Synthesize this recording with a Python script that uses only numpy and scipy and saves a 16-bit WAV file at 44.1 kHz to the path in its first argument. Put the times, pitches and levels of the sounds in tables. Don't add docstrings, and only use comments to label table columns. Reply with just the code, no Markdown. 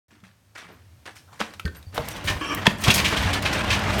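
import sys
import numpy as np
from scipy import signal
from scipy.fft import rfft, irfft, next_fast_len
from scipy.io import wavfile
from scipy.ndimage import uniform_filter1d, map_coordinates

SR = 44100
rng = np.random.default_rng(int(sys.argv[2]) if len(sys.argv) > 2 else 0)


def to_wav(sig):
    pcm = np.clip(np.atleast_2d(sig), -1, 1) * 32767
    pcm = np.round(pcm).astype(np.int16)
    wavfile.write(sys.argv[1], SR, pcm.T)


def invert_db(x):
    u = np.asarray(x, float) / 20
    return 10 ** u


N = 176400
T = np.arange(N) / SR


def unit(x):
    return x / np.sqrt(np.mean(x ** 2) + 1e-20)


def along(points, hz):
    f, v = np.transpose(points)
    return np.interp(np.log(hz + 1), np.log(f + 1), v)


def curve(rows, outside=-120):
    s, v = np.transpose(rows)
    return np.interp(T, s, v, left=outside)


def wobble(rate):
    knots = rng.standard_normal(int(N * rate / SR) + 4)
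    return map_coordinates(knots, [T * rate])


def filtered(x, response):
    m = next_fast_len(len(x) + 8192)
    return irfft(rfft(x, m) * response(np.fft.rfftfreq(m, 1 / SR)), m)[:len(x)]


def peaks(table):
    def response(f):
        return sum((-1) ** k * invert_db(db) * 1j * f * w / (c * c - f * f + 1j * f * w)
                   for k, (c, w, db) in enumerate(table))
    return response


def grit(n, spiky_db):
    z = signal.stft(rng.standard_normal(n), nperseg=128)[2]
    patches = uniform_filter1d(rng.standard_normal(z.shape), size=4, axis=0)
    patches = uniform_filter1d(patches, size=3, axis=1)
    moments = uniform_filter1d(rng.standard_normal(z.shape[1]), size=2)
    size = unit(patches) + 0.69 * unit(moments)
    return unit(signal.istft(z * invert_db(spiky_db * size), nperseg=128)[1][:n])


def bursts(rows, response, attack_s, spiky_db):
    out, t = np.zeros(N + SR), T[:SR // 2]
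    for s, db, bright_db, t60 in rows:
        def colour(f):
            return response(f) * invert_db(bright_db * np.log2(f / 3000 + 0.023))
        spray = unit(filtered(grit(len(t), spiky_db), colour))
        fade = invert_db(db - 8 - 60 * t / max(t60, .005))
        out[round(s * SR):][:len(t)] += fade * (1 - np.exp(-t / attack_s)) * spray
    return out[:N]


def rings(rows):
    out, t = np.zeros(N + SR), T[:SR // 2]
    for s, db, hz, t60 in rows:
        note = invert_db(db - 60 * t / t60) * np.sin(2 * np.pi * hz * t)
        out[round(s * SR):][:len(t)] += note * (1 - np.exp(-t / 0.00029))
    return out[:N]


def rolling():
    # [t/s, level/dB]
    effort = [(1.925, -55), (1.945, -41.5), (2.08, -42), (2.22, -42), (2.3, -33.5), (2.4, -45),
              (2.6, -37.5), (2.65, -37.5), (2.78, -44.5), (2.87, -29.5), (3.15, -31), (3.65, -31.5),
              (4, -28.5)]
    # [f/Hz, level/dB]
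    grind_tone = [(150, -24), (250, 1), (443, -2.5), (633, 0.5), (2740, -6), (8430, -23), (16600, -37.5),
                  (17800, -54)]
    # [f/Hz, width/Hz, level/dB]
    panel_notes = [(55.7, 25, -4.5), (98.3, 17.7, -1), (137.6, 32, -7.5), (201.7, 22.3, -6),
                   (289.2, 28, -12.5), (620, 66, -16.5)]
    # [t/s, level/dB, brightness/dB, t60/s]
    joints = [(2.046, -33, 8, 0.2), (2.16, -25.5, 5.5, 0.088), (2.2388, -28, 10, 0.54),
              (2.2724, -7.5, 0, 0.17), (2.2963, -12, 5, 0.063), (2.6545, -4, -3, 0.066),
              (2.808, -23, 11.5, 0.15), (2.8355, -12, 4.5, 0.28), (2.9025, -1, 5, 0.091),
              (2.9374, -6.5, 11, 0.16), (2.9753, -7, 2, 0.18), (3.0433, -8, 2.5, 0.26),
              (3.1616, -13.5, 3, 0.23), (3.2213, -17.5, 1.5, 0.36), (3.3294, -8.5, 4.5, 0.096),
              (3.422, -11, 8.5, 0.039), (3.4511, -8, -0.5, 0.15), (3.5263, -12, 5, 0.098),
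              (3.7017, -7.5, 1, 0.17), (3.7236, -9.5, 1, 0.16), (3.9282, -21.5, 5, 0.22),
              (3.9829, -15, 2.5, 0.14)]
    effort_db = curve(effort)
    grind = unit(filtered(grit(N, 1.5), lambda f: invert_db(along(grind_tone, f)))) + invert_db(-3) * flecks()
    grind_db = effort_db + 0.18 + 1.93 * wobble(25.14) + 2.06 * wobble(70)
    clatter = bursts(joints, steel, attack_s=0.0053, spiky_db=1.5)
    boom = unit(filtered(rng.standard_normal(N), peaks(panel_notes)))
    top_db, boom_db, boom_grows = effort_db[-1], 2, 1
    boom_level_db = top_db + boom_db + boom_grows * (effort_db - top_db) + 0.93 * wobble(12)
    return invert_db(grind_db) * grind + clatter + invert_db(boom_level_db) * boom


def flecks():
    count, middle_hz, pitch_spread, ring_cycles, scatter_db = 1800, 1907, .45, 20.5, 3
    when, pitch = rng.random(count), rng.standard_normal(count)
    size = np.minimum(rng.exponential(size=count), np.pi)
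    hz, t = middle_hz * np.exp(pitch_spread * pitch)[:, None], T[:2048]
    level_db = scatter_db * size[:, None] - 60 * t * hz / (2 * np.pi * ring_cycles)
    pings = invert_db(level_db) * np.sin(2 * np.pi * hz * t)
    at = (N / 2 * (1 + when)).astype(int)[:, None] - SR // 10 + np.arange(len(t))
    out = np.bincount(at.ravel(), pings.ravel(), N)[:N]
    return out / np.sqrt(np.mean(out[N // 2:] ** 2))


def steel(f):
    # [f/Hz, level/dB]
    knock_tone = [(410, -35), (700, -13), (1990, 5), (2750, 7), (11400, -20.5), (16500, -35), (17800, -51)]
    # [f/Hz, width/Hz, level/dB]
    track_notes = [(1000, 76, -5.5), (1800, 30, 5), (2500, 130, -8.5), (2740, 210, 0), (3350, 31, -28)]
    detune, scatter_db, ring_db = .05, 3.5, 8.5
    luck = rng.standard_normal((len(track_notes), 2))
    woken = [(c * (1 + detune * a), w, db + scatter_db * b)
             for (c, w, db), (a, b) in zip(track_notes, luck)]
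    return invert_db(along(knock_tone, f)) + invert_db(ring_db) * peaks(woken)(f)


def thuds():
    # [t/s, level/dB, f/Hz, t60/s]
    jolts = [(.232, -42, 189, 0.14), (.655, -50.5, 172, 0.38), (1.597, -25.5, 1330, 0.028),
             (1.41, -25.5, 216, 0.11), (1.4143, 5, 1410, 0.0021), (1.65, -18, 76, 0.17),
             (1.652, -22.5, 180.6, 0.092), (1.66, -30, 1548, 0.12), (1.66, -32, 1810, 0.11),
             (1.868, -30.5, 88, 0.22), (1.98, -21.5, 472, 0.11), (1.99, -19.5, 620, 0.054),
             (1.995, -24, 134, 0.089), (2.25, -19.5, 86, 0.096), (2.3, -23, 100, 0.17),
             (2.355, -20.5, 74, 0.08), (2.902, -8.5, 2740, 0.061), (2.903, -8.5, 3350, 0.043),
             (2.668, 2, 1800, 0.01), (2.669, 0.5, 3340, 0.014), (2.669, -6.5, 2660, 0.016),
             (2.668, -10, 1000, 0.041), (2.676, -4, 191, 0.035), (2.881, -2.5, 128, 0.05),
             (2.893, -11, 218, 0.05), (3.25, -17, 91, 0.28), (3.255, -21, 186, 0.17),
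             (2.672, -18.5, 447, 0.033), (3.715, -16.5, 97, 0.36)]
    return rings(jolts)


def squeal():
    # [f/Hz, width/Hz, level/dB]
    hinge_notes = [(299, 33, 4.5), (460, 110, -6.5), (1142, 165, -0.5), (1730, 91, -4), (2317, 93, -1.5),
                   (2680, 43, -5), (2820, 59, -3.5), (3176, 88, -2.5), (4600, 90, -18.5), (6230, 60, -16),
                   (7300, 180, -24)]
    # [t/s, level/dB]
    squeal_level = [(2.405, -63), (2.412, -30), (2.47, -36), (2.52, -26), (2.6, -39.5), (2.615, -48)]
    slips_per_s, alternate, scatter_db = 585, 0.27, 1.5
    rate = slips_per_s * (1 + .05 * wobble(30) + .08 * wobble(300))
    slips = np.diff(np.floor(np.cumsum(rate) / SR), prepend=0)
    slips = slips * (1 + alternate * np.cos(np.pi * np.cumsum(slips)))
    drag = unit(slips * invert_db(scatter_db * rng.standard_normal(N))) + 0.65 * grit(N, 2.7)
    level_db = curve(squeal_level + [(2.66, -88)]) + 2.5 * wobble(45)
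    return invert_db(level_db) * unit(filtered(drag, peaks(hinge_notes)))


def whine():
    middle_s, length_s, top_hz, arch_hz, top_db = 2.5, .06, 5570, 148, -42
    u = (T - middle_s) / length_s
    hz = top_hz - arch_hz * u ** 2 + 150 * wobble(640)
    note = np.sin(2 * np.pi * np.cumsum(hz) / SR)
    return invert_db(top_db - 4.7 * u ** 4 + 4.9 * wobble(120)) * note


def squeaks():
    # [t/s, length/s, level/dB, f/Hz, width/Hz]
    rubs = [(0.716, .07, -68, 12000, 400), (0.718, .06, -67, 13900, 300), (0.101, 0.11, -58.5, 250, 120),
            (1.27, 0.077, -56, 1220, 500), (1.313, 0.065, -51, 905, 500), (1.641, 0.094, -41, 370, 202),
            (1.739, 0.074, -62, 4500, 200), (1.742, 0.077, -62, 8850, 497), (1.755, 0.054, -54, 12400, 600),
            (1.85, 0.08, -60.5, 4600, 120), (1.651, 0.013, -37.5, 4600, 500),
            (2.046, 0.066, -41, 2110, 150), (2.105, .07, -49, 5800, 200), (2.094, 0.056, -45, 9000, 6000),
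            (2.391, 0.04, -57.5, 8700, 250), (2.429, 0.079, -55, 7800, 300), (2.46, .06, -58, 8900, 200),
            (2.449, 0.064, -51.5, 10000, 200), (2.565, 0.048, -30, 1910, 200),
            (2.677, 0.09, -50, 11000, 6000), (2.769, 0.098, -45.5, 8950, 5000),
            (2.863, 0.044, -24.5, 1000, 150), (2.932, 0.023, -26, 6750, 400),
            (3.092, .04, -48, 11000, 6000), (3.22, .015, -42, 11500, 500), (3.293, 0.052, -30.5, 2380, 200),
            (3.585, 0.016, -41, 8400, 400), (3.716, .06, -38, 6150, 300), (3.98, 0.023, -41, 12400, 1400)]
    out = np.zeros(N + SR)
    for s, length, db, hz, width_hz in rubs:
        u = np.minimum(T[:SR // 8] / length, 1)
        band = unit(filtered(grit(len(u), 3.0), lambda f: np.exp(-((f - hz) / width_hz) ** 2)))
        out[round(s * SR):][:len(u)] += invert_db(db) * np.sin(np.pi * u ** 0.64) ** 2 * band
    return out[:N]


def handle():
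    # [f/Hz, width/Hz, level/dB]
    handle_notes = [(1540, 31, 16), (1820, 24, 4), (4360, 160, -11)]
    # [t/s, level/dB, brightness/dB, t60/s]
    taps = [
        (1.658, -23, 3, 0.12),
        (1.747, -34.5, 3, 0.11),
    ]
    # [t/s, level/dB, brightness/dB, t60/s]
    clanks = [
        (1.403, -14.5, -5, 0.11),
        (1.537, -28, -2, 0.047),
        (1.596, -23, -1, 0.035),
        (1.654, -22.5, -0.5, 0.02),
        (1.827, -38, 0.5, 0.043),
        (1.945, -30.5, 7, 0.27),
        (1.978, -6.5, -6.5, 0.018),
        (2.667, 3.5, -4, 0.024),
        (2.878, -6.5, -3.5, 0.15),
              (2.0857, -13.5, 10, 0.018), (2.548, -8.5, 11.5, 0.012), (.203, -43, 0, 0.0092),
             (1.678, -24.5, -5, 0.022), (2.0473, -32, -5, 0.022), (2.1142, -22.5, -2.5, 0.036),
             (2.8385, -11, 2.5, 0.034), (3.3055, -24, 0, 0.038), (3.6422, -27, 1, .03),
             (3.7914, -23, 0.5, 0.047), (3.8382, -27, 3, .03)]
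    # [f/Hz, level/dB]
    clank_tone = [(180, -31), (300, -17.5), (717, -13.5), (3340, -5.5), (4320, -11.5), (13800, -22),
                  (17800, -35)]
    ring = bursts(taps, peaks(handle_notes), attack_s=0.0019, spiky_db=1.5)
    blows = bursts(clanks, lambda f: invert_db(along(clank_tone, f)), attack_s=0.00028, spiky_db=1.6)
    return ring + blows


def feet():
    # [t/s, level/dB, brightness/dB, t60/s]
    scuffs = [(0.104, -48.5, 1.5, 0.65), (0.236, -42, 1.5, 0.3), (0.55, -33, 0, 0.67),
              (0.574, -29.5, 3, 0.13), (0.685, -37, -7, 0.35), (1.055, -27, 0.5, 0.21),
              (1.074, -33.5, -2.5, 0.12), (1.153, -35, 6, 0.2), (1.319, -44, 2.5, 0.81),
              (1.392, -25.5, 1, 0.39), (1.746, -35.5, 0, 0.24)]
    # [f/Hz, level/dB]
    scuff_tone = [(120, -28), (200, -9.5), (834, -4.5), (1700, -1), (9250, -23.5), (16900, -41),
                  (17800, -49)]
    return bursts(scuffs, lambda f: invert_db(along(scuff_tone, f)), attack_s=0.003, spiky_db=3.0)


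def garage(x):
    # [f/Hz, t60/s]
    echo_t60 = [(100, 0.64), (2000, 0.28), (15000, 0.29)]
    out, step = np.zeros(N + SR), SR // 4
    for i in range(0, N, step):
        hz, t, z = signal.stft(rng.standard_normal(SR // 2), SR, nperseg=256)
        fade = invert_db(-60 * t / along(echo_t60, hz)[:, None])
        tail = signal.istft(z * fade, SR, nperseg=256)[1]
        wet = signal.fftconvolve(x[i:i + step], tail / np.linalg.norm(tail))
        out[i + 150:][:len(wet)] += wet
    return out[:N]


def air():
    # [f/Hz, level/dB]
    air_tone = [(18, -71), (30, -48), (97, -8), (138, -23.5), (435, -37), (538, -34), (12000, -46.5),
                (17800, -51)]
    # [t/s, level/dB]
    air_level = [(0, -62.5), (1.6, -52), (4, -62)]
    hiss = unit(filtered(rng.standard_normal(N), lambda f: invert_db(along(air_tone, f))))
    drone = unit(filtered(rng.standard_normal(N), peaks([(97, 76, 0)])))
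    swell_s, swell_length_s, swell_db = 0.91, 0.097, -49.5
    swell = invert_db(swell_db) * np.exp(-((T - swell_s) / swell_length_s) ** 2)
    swell = swell * np.sin(2 * np.pi * 89 * T + wobble(30))
    return invert_db(curve(air_level)) * (hiss + invert_db(-9) * drone) + swell


def scene():
    near = feet() + handle() + rolling() + squeal() + whine() + squeaks()
    jolt = thuds()
    echo = invert_db(-10.5) * garage(near + 0.69 * jolt)
    return (near + jolt + echo + air())[None]


def top_cut(x):
    return signal.sosfilt(signal.butter(12, 18000, fs=SR, output="sos"), x)


def record(dry):
    # [f/Hz, level/dB]
    mic_tone = [(4500, 0), (6000, 1), (7400, -1), (9000, 0.5), (10500, -2.5), (12200, 0.5), (15000, -3.5)]
    start_s, bass_cut_hz = .083, 45

    def microphone(f):
        u = f / bass_cut_hz
        return invert_db(along(mic_tone, f)) * (1j * u) ** 2 / (1 + 1.4j * u - u ** 2)

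    heard = filtered(dry[0], microphone) * (T > start_s)
    mix = filtered(np.clip(heard, -1, 1), lambda f: f < 18000)[None]
    return top_cut(mix)


dry = scene()
out = record(dry)
to_wav(out)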